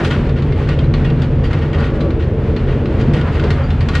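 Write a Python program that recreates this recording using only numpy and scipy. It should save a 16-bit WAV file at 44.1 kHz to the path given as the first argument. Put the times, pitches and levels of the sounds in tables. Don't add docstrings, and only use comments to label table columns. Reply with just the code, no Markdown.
import sys
import numpy as np
from scipy import signal
from scipy.fft import rfft, irfft, next_fast_len
from scipy.io import wavfile
from scipy.ndimage import map_coordinates

SR = 44100
rng = np.random.default_rng(int(sys.argv[2]) if len(sys.argv) > 2 else 0)


def wrap_up_sound(samples):
    columns = np.atleast_2d(samples).T
    tamed = np.clip(columns, -1, 1)
    steps = np.round(tamed * 32767).astype(np.int16)
    wavfile.write(sys.argv[1], SR, steps)


N = 176400


def amp(db):
    return 10 ** (np.asarray(db) / 20)


def unit(x):
    return x / np.sqrt(np.mean(x ** 2, axis=-1, keepdims=True) + 1e-20)


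def along(points, hz):
    freqs, values = np.transpose(points)
    return np.interp(np.log(hz + 1), np.log(freqs + 1), values)


def curve(rows):
    return np.interp(np.arange(N) / SR, *np.transpose(rows))


def wobble(rate):
    return map_coordinates(rng.standard_normal(int(N * rate / SR) + 4), [np.arange(N) * rate / SR])


def blow(start_s, attack_s, t60_s):
    t = np.maximum(np.arange(N) / SR - start_s, 0)
    return (1 - np.exp(-t / attack_s)) * amp(-60 * t / t60_s)


def filtered(x, response):
    size = next_fast_len(N + SR // 2)
    return irfft(rfft(x, size) * response(np.fft.rfftfreq(size, 1 / SR)), size)[..., :N]


def coloured(x, points, size=8192):
    cepstrum = irfft(np.log(amp(along(points, np.fft.rfftfreq(size, 1 / SR)))))
    cepstrum[1:size // 2] *= 2
    cepstrum[size // 2 + 1:] = 0
    impulse = irfft(np.exp(rfft(cepstrum)))
    return signal.fftconvolve(x, impulse[None] / np.linalg.norm(impulse), axes=1)[:, :N]


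def noise(points):
    return unit(coloured(rng.standard_normal((2, N)), points))


def resonance(hz, width_hz):
    white = rng.standard_normal((2, N))
    return unit(filtered(white, lambda f: (2j * f * width_hz / (hz**2 - f**2 + 2j * f * width_hz)) ** 2))


def split(x, crossover_hz=5600):
    bands = [signal.butter(3, crossover_hz, kind, fs=SR, output="sos") for kind in ("low", "high")]
    return [signal.sosfilt(band, x) for band in bands]


def body(modes_db=-15, rumble_db=-20.5, boom_above_hz=110, steadiness=0.35):
    # pitch_hz, width_hz, level_db
    body_modes = [(37.7, 3, -5.5), (55.2, 16, -3.5), (80.7, 4.94, 1), (96.3, 10, -7.5), (131.1, 4.7, -1.5),
                  (147, 6.3, -1.5), (210.8, 16, -17.5), (231.9, 13, -12.5), (253.8, 17, -12)]
    # time_s, drive (scaled to decibels about its mean below)
    boom_ride = [(0, -18.5), (.6, -16), (1.15, -16), (1.6, -18.5), (2.05, -17), (2.5, -20), (2.9, -20),
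                 (3.1, -16), (3.35, -18.5), (3.7, -19), (3.9, -16)]
    # freq_hz, gain_db
    rumble_eq = [(15, -20.5), (26, -8.5), (31, -3.5), (100, 1), (175, -7), (230, -9), (290, -14.5),
                 (600, -36.5), (5000, -120)]
    drive = curve(boom_ride)
    swell_db = 1.4 * (drive - drive.mean())
    boom = np.zeros((2, N))
    for hz, width_hz, db in body_modes:
        mode = resonance(hz, width_hz)
        envelope = abs(signal.hilbert(mode)) + 0.078
        mode = unit(mode / envelope ** steadiness)
        boom += mode * amp(db + (hz > boom_above_hz) * swell_db)
    return amp(modes_db) * unit(boom) + amp(rumble_db) * noise(rumble_eq)


def wheels():
    # freq_hz, gain_db
    roar_eq = [(120, -29), (205, 2.5), (265, -2), (290, -4.5), (320, 4.5), (360, 0), (385, -2), (408, 2),
               (428, -0.5), (450, 4), (470, -1), (525, -5.5), (553, -3.5), (575, -5.5), (600, -7.5),
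               (690, -17), (1000, -20.5), (8000, -110)]
    # time_s, level_db
    roar_ride = [(0, -20), (.25, -24), (1.2, -23.5), (1.86, -23), (1.93, -21), (2.12, -20), (2.22, -24),
                 (2.5, -21), (2.62, -24), (2.75, -20.5), (3.12, -20), (3.25, -25), (3.40, -23), (3.44, -19),
                 (3.49, -23.5), (3.6, -29), (3.66, -29), (4, -26.5)]
    return noise(roar_eq) * amp(curve(roar_ride))


def rails(grind_db=-1, ticks_db=-13, flutter_db=1.58):
    # time_s, level_db
    grind_ride = [(0.0, -21), (0.07, -33.5), (0.19, -29), (0.37, -37.5), (0.49, -35.5), (0.83, -33),
                  (1.22, -35), (1.46, -34.5), (1.69, -34), (2.07, -36.5), (2.34, -36), (3.01, -31.5),
                  (3.31, -31.5), (3.44, -31), (3.64, -31), (3.75, -33), (4.0, -31)]
    # freq_hz, gain_db
    grind_eq = [(300, -13.5), (700, 3.5), (1000, -1), (1500, -2), (2000, -5.5), (3000, -11.5),
                (4000, -19.5), (5500, -29), (7000, -34), (9500, -42.5), (11000, -47), (15000, -62.5)]
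    roughness = amp(curve(grind_ride) + flutter_db * wobble(21.69))
    grind = amp(grind_db) * roughness * noise(grind_eq)
    return grind + amp(ticks_db) * rattle(roughness, taps_per_s=290, scatter_db=(-1, 0.44))


def thumps():
    # start_s, level_db
    jolts = [(1.112, -24.5), (1.961, -19), (3.082, -16.5)]
    # freq_hz, gain_db
    floor_eq = [(40, -19), (110, -5), (235, 6.5), (300, -19), (500, -31), (1200, -54.5), (6000, -120)]
    return noise(floor_eq) * sum(amp(db) * blow(s, attack_s=0.0029, t60_s=0.6) for s, db in jolts)


def jingles(shimmer_db=3, blur_rad=1.2):
    # start_s, level_db
    shakes = [(1.44, -39.5), (1.79, -42), (3.0, -44), (3.32, -41), (3.39, -43), (3.632, -40)]
    # pitch_hz, level_db
    link_modes = [(2820, -2), (4620, 0), (4850, -5), (6950, -15)]
    t = np.arange(N) / SR
    ring = np.zeros((2, N))
    for channel in ring:
        for hz, db in link_modes:
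            level = amp(db + shimmer_db * wobble(70))
            channel += level * np.sin(2 * np.pi * hz * t + blur_rad * wobble(280))
    return unit(ring) * sum(amp(db) * blow(s, attack_s=0.0052, t60_s=0.18) for s, db in shakes)


def clink(start_s=1.05, level_db=-30.5, attack_s=0.003):
    # pitch_hz, level_db, t60_s
    steel_modes = [(2778, 0, .3), (3370, -5, .12), (4560, -18, .3)]
    t = np.arange(N) / SR
    ring = np.zeros((2, N))
    for hz, db, t60_s in steel_modes:
        partial = np.sin(2 * np.pi * (hz * t + rng.random((2, 1))))
        ring += amp(db) * partial * blow(start_s, attack_s, t60_s)
    return amp(level_db) * ring


def scrapes(rough_db=0.5):
    # peak_s, half_length_s, rasp_db, note_db
    rubs = [(0.058, 0.066, -34, -34.5), (1.538, 0.037, -30.5, -39.5), (1.817, 0.076, -32.5, -35),
            (2.045, 0.094, -42, -30), (3.274, 0.053, -29.5, -34), (3.448, 0.03, -35, -27.5),
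            (3.611, 0.051, -30.5, -28)]
    # freq_hz, gain_db
    rasp_eq = [(350, -16), (600, 5), (1150, 4), (1450, 5), (2000, -3.5), (3000, -15.5), (14000, -95)]
    # pitch_hz, width_hz, level_db
    wheel_modes = [(538, 29, 1.5), (1147, 10, -9), (1320, 28, -18.5)]
    peak_s, half_length_s, rasp_db, note_db = np.transpose(rubs)
    swells = np.exp(-((np.arange(N)[:, None] / SR - peak_s) / half_length_s) ** 2)
    rasp = amp(rough_db * wobble(160)) * noise(rasp_eq)
    note = unit(sum(amp(db) * resonance(hz, width_hz) for hz, width_hz, db in wheel_modes))
    return swells @ amp(rasp_db) * rasp + swells @ amp(note_db) * note


def contact(t60_s, attack_s=0.0007, ring_db=-12, ring_t60_s=0.11, tail_db=-14, tail_t60_s=0.33):
    # pitch_hz, level_db
    fitting_modes = [(1141, 3.5), (1440, 2.5), (1880, 3), (2106, -3), (2782, -3), (3190, -0.5), (3505, 0.5),
                     (4043, 1), (4373, 0.5), (4564, -1.5), (4866, 0)]
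    t = np.arange(SR // 4) / SR
    hz, db = np.transpose(fitting_modes)
    gains = amp(db + rng.normal(0, 6.5, len(hz)))
    partials = np.sin(2 * np.pi * (hz[:, None] * t + rng.random((2, len(hz), 1))))
    ring = unit((gains[:, None] * partials).sum(1)) * amp(ring_db - 60 * t / ring_t60_s)
    decay = np.hypot(amp(-60 * t / t60_s), amp(tail_db - 60 * t / tail_t60_s))
    crack = rng.standard_normal((2, len(t))) * decay
    return (crack + ring) * (1 - np.exp(-t / attack_s))


def rattle(strength, taps_per_s, scatter_db, parts=6):
    # freq_hz, gain_db
    tap_eq = [(300, -21), (800, 1), (1500, 3.5), (2800, 0.5), (4500, -12), (5500, -17), (7000, -26.5),
              (9500, -33.5), (11500, -40), (15000, -50.5)]
    out = np.zeros((2, N))
    for _ in range(parts):
        hits = rng.random(N) < taps_per_s / parts / SR
        taps = unit(hits * amp(rng.uniform(*scatter_db, N))) * strength
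        knock = contact(t60_s=0.075)
        out += signal.fftconvolve(taps[None], knock / np.linalg.norm(knock[0]), axes=1)[:, :N]
    return coloured(out / np.sqrt(parts), tap_eq)


def chatter(level_db=-3, release_s=0.015):
    # start_s, length_s, level_db, treble_db
    flurries = [(0.028, .045, -27.5, 8), (0.102, 0.041, -25, 0), (0.357, 0.025, -30, -2),
                (0.616, .03, -34.5, 4), (0.669, 0.066, -32.5, -2), (1.043, 0.0079, -25.5, 1.5),
                (1.219, 0.016, -31.5, -1.5), (1.433, 0.028, -28, 3), (1.501, 0.085, -32, 0.5),
                (1.604, 0.03, -31, -3), (1.729, 0.022, -29.5, -2), (1.776, 0.085, -29, 0.5),
                (1.931, 0.023, -34.5, 4.5), (2.189, 0.044, -34.5, 0.5), (2.668, 0.038, -34.5, -5),
                (2.989, 0.02, -32.5, 4), (3.132, 0.057, -28.5, 1.5), (3.311, 0.046, -31.5, 2),
                (3.931, 0.036, -26.5, 4)]
    t = np.arange(N) / SR
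    bursts = np.array([amp(db) * (t >= s) * np.exp(-np.maximum(t - s - length_s, 0) / release_s)
                       for s, length_s, db, _ in flurries])
    strength = bursts.sum(0)
    treble_db = np.array(flurries)[:, -1] @ bursts / (strength + 1e-20)
    dull, bright = split(rattle(strength, taps_per_s=520, scatter_db=(-0.44, 1)))
    return amp(level_db) * (dull + amp(treble_db) * bright)


def clacks(bounce_s=0.0044, bounce_db=-10):
    # start_s, level_db, treble_db
    knocks = [(0.047, -20.5, 6), (.109, -23.5, 2.5), (0.291, -29, -4), (.421, -29.5, -1.5),
              (0.522, -29.5, -6.5), (.688, -23, 1), (0.789, -25.5, -4.5), (.841, -37, 0), (.938, -22, -2),
              (1.101, -29.5, -7.5), (1.218, -28, 4.5), (1.53, -26.5, -0.5), (1.73, -30, 2),
              (1.804, -32.5, 3.5), (2.006, -26.5, 0), (2.104, -30.5, -3), (2.563, -25.5, -5.5),
              (2.856, -28, -6), (3.011, -31, 4.5), (3.135, -25.5, 5.5), (3.211, -26, -1),
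              (3.396, -25.5, -2), (3.438, -25.5, 1.5), (3.504, -21, 5), (3.704, -27, 0), (3.806, -25, 2),
              (3.886, -21, 4.5), (3.951, -16, 4.5)]
    # freq_hz, gain_db
    clack_eq = [(200, -16), (700, 1), (1500, 8), (2500, 8), (4000, 2.5), (5500, -9.5), (7500, -17),
                (9500, -28.5), (11500, -39), (15000, -48.5)]
    out = np.zeros((2, N))
    for start_s, db, treble_db in knocks:
        for delay_s, loss_db in ((0, 0), (bounce_s * rng.uniform(0.5, 1.5), bounce_db)):
            dull, bright = split(contact(t60_s=0.041))
            knock = amp(db + loss_db) * (dull + amp(treble_db) * bright)
            onset = round((start_s + delay_s) * SR)
            out[:, onset:onset + knock.shape[1]] += knock[:, :N - onset]
    return coloured(out, clack_eq)


def spread(pair):
    # freq_hz, side_over_mid_db
    width_eq = [(30, -48), (80, -60.5), (170, -69), (280, -57), (500, -22.5), (1000, -17.5), (2000, -14),
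                (4000, -8), (9000, -3)]
    side = filtered(pair[1], lambda hz: amp(along(width_eq, hz)))
    return np.array([pair[0] + side, pair[0] - side])


def scene():
    rolling = body() + thumps() + wheels() + rails() + scrapes()
    return spread(rolling + clacks() + chatter() + jingles() + clink())


def record(dry, top_hz=14500):
    # freq_hz, left_minus_right_db
    lean = [(170, 0), (500, .7), (1000, 1.3), (4000, .9), (8000, .1)]
    sides = np.array([[0.5], [-0.5]])
    return filtered(dry, lambda hz: amp(along(lean, hz) * sides) * (hz < top_hz))


dry = scene()
out = record(dry)
wrap_up_sound(out)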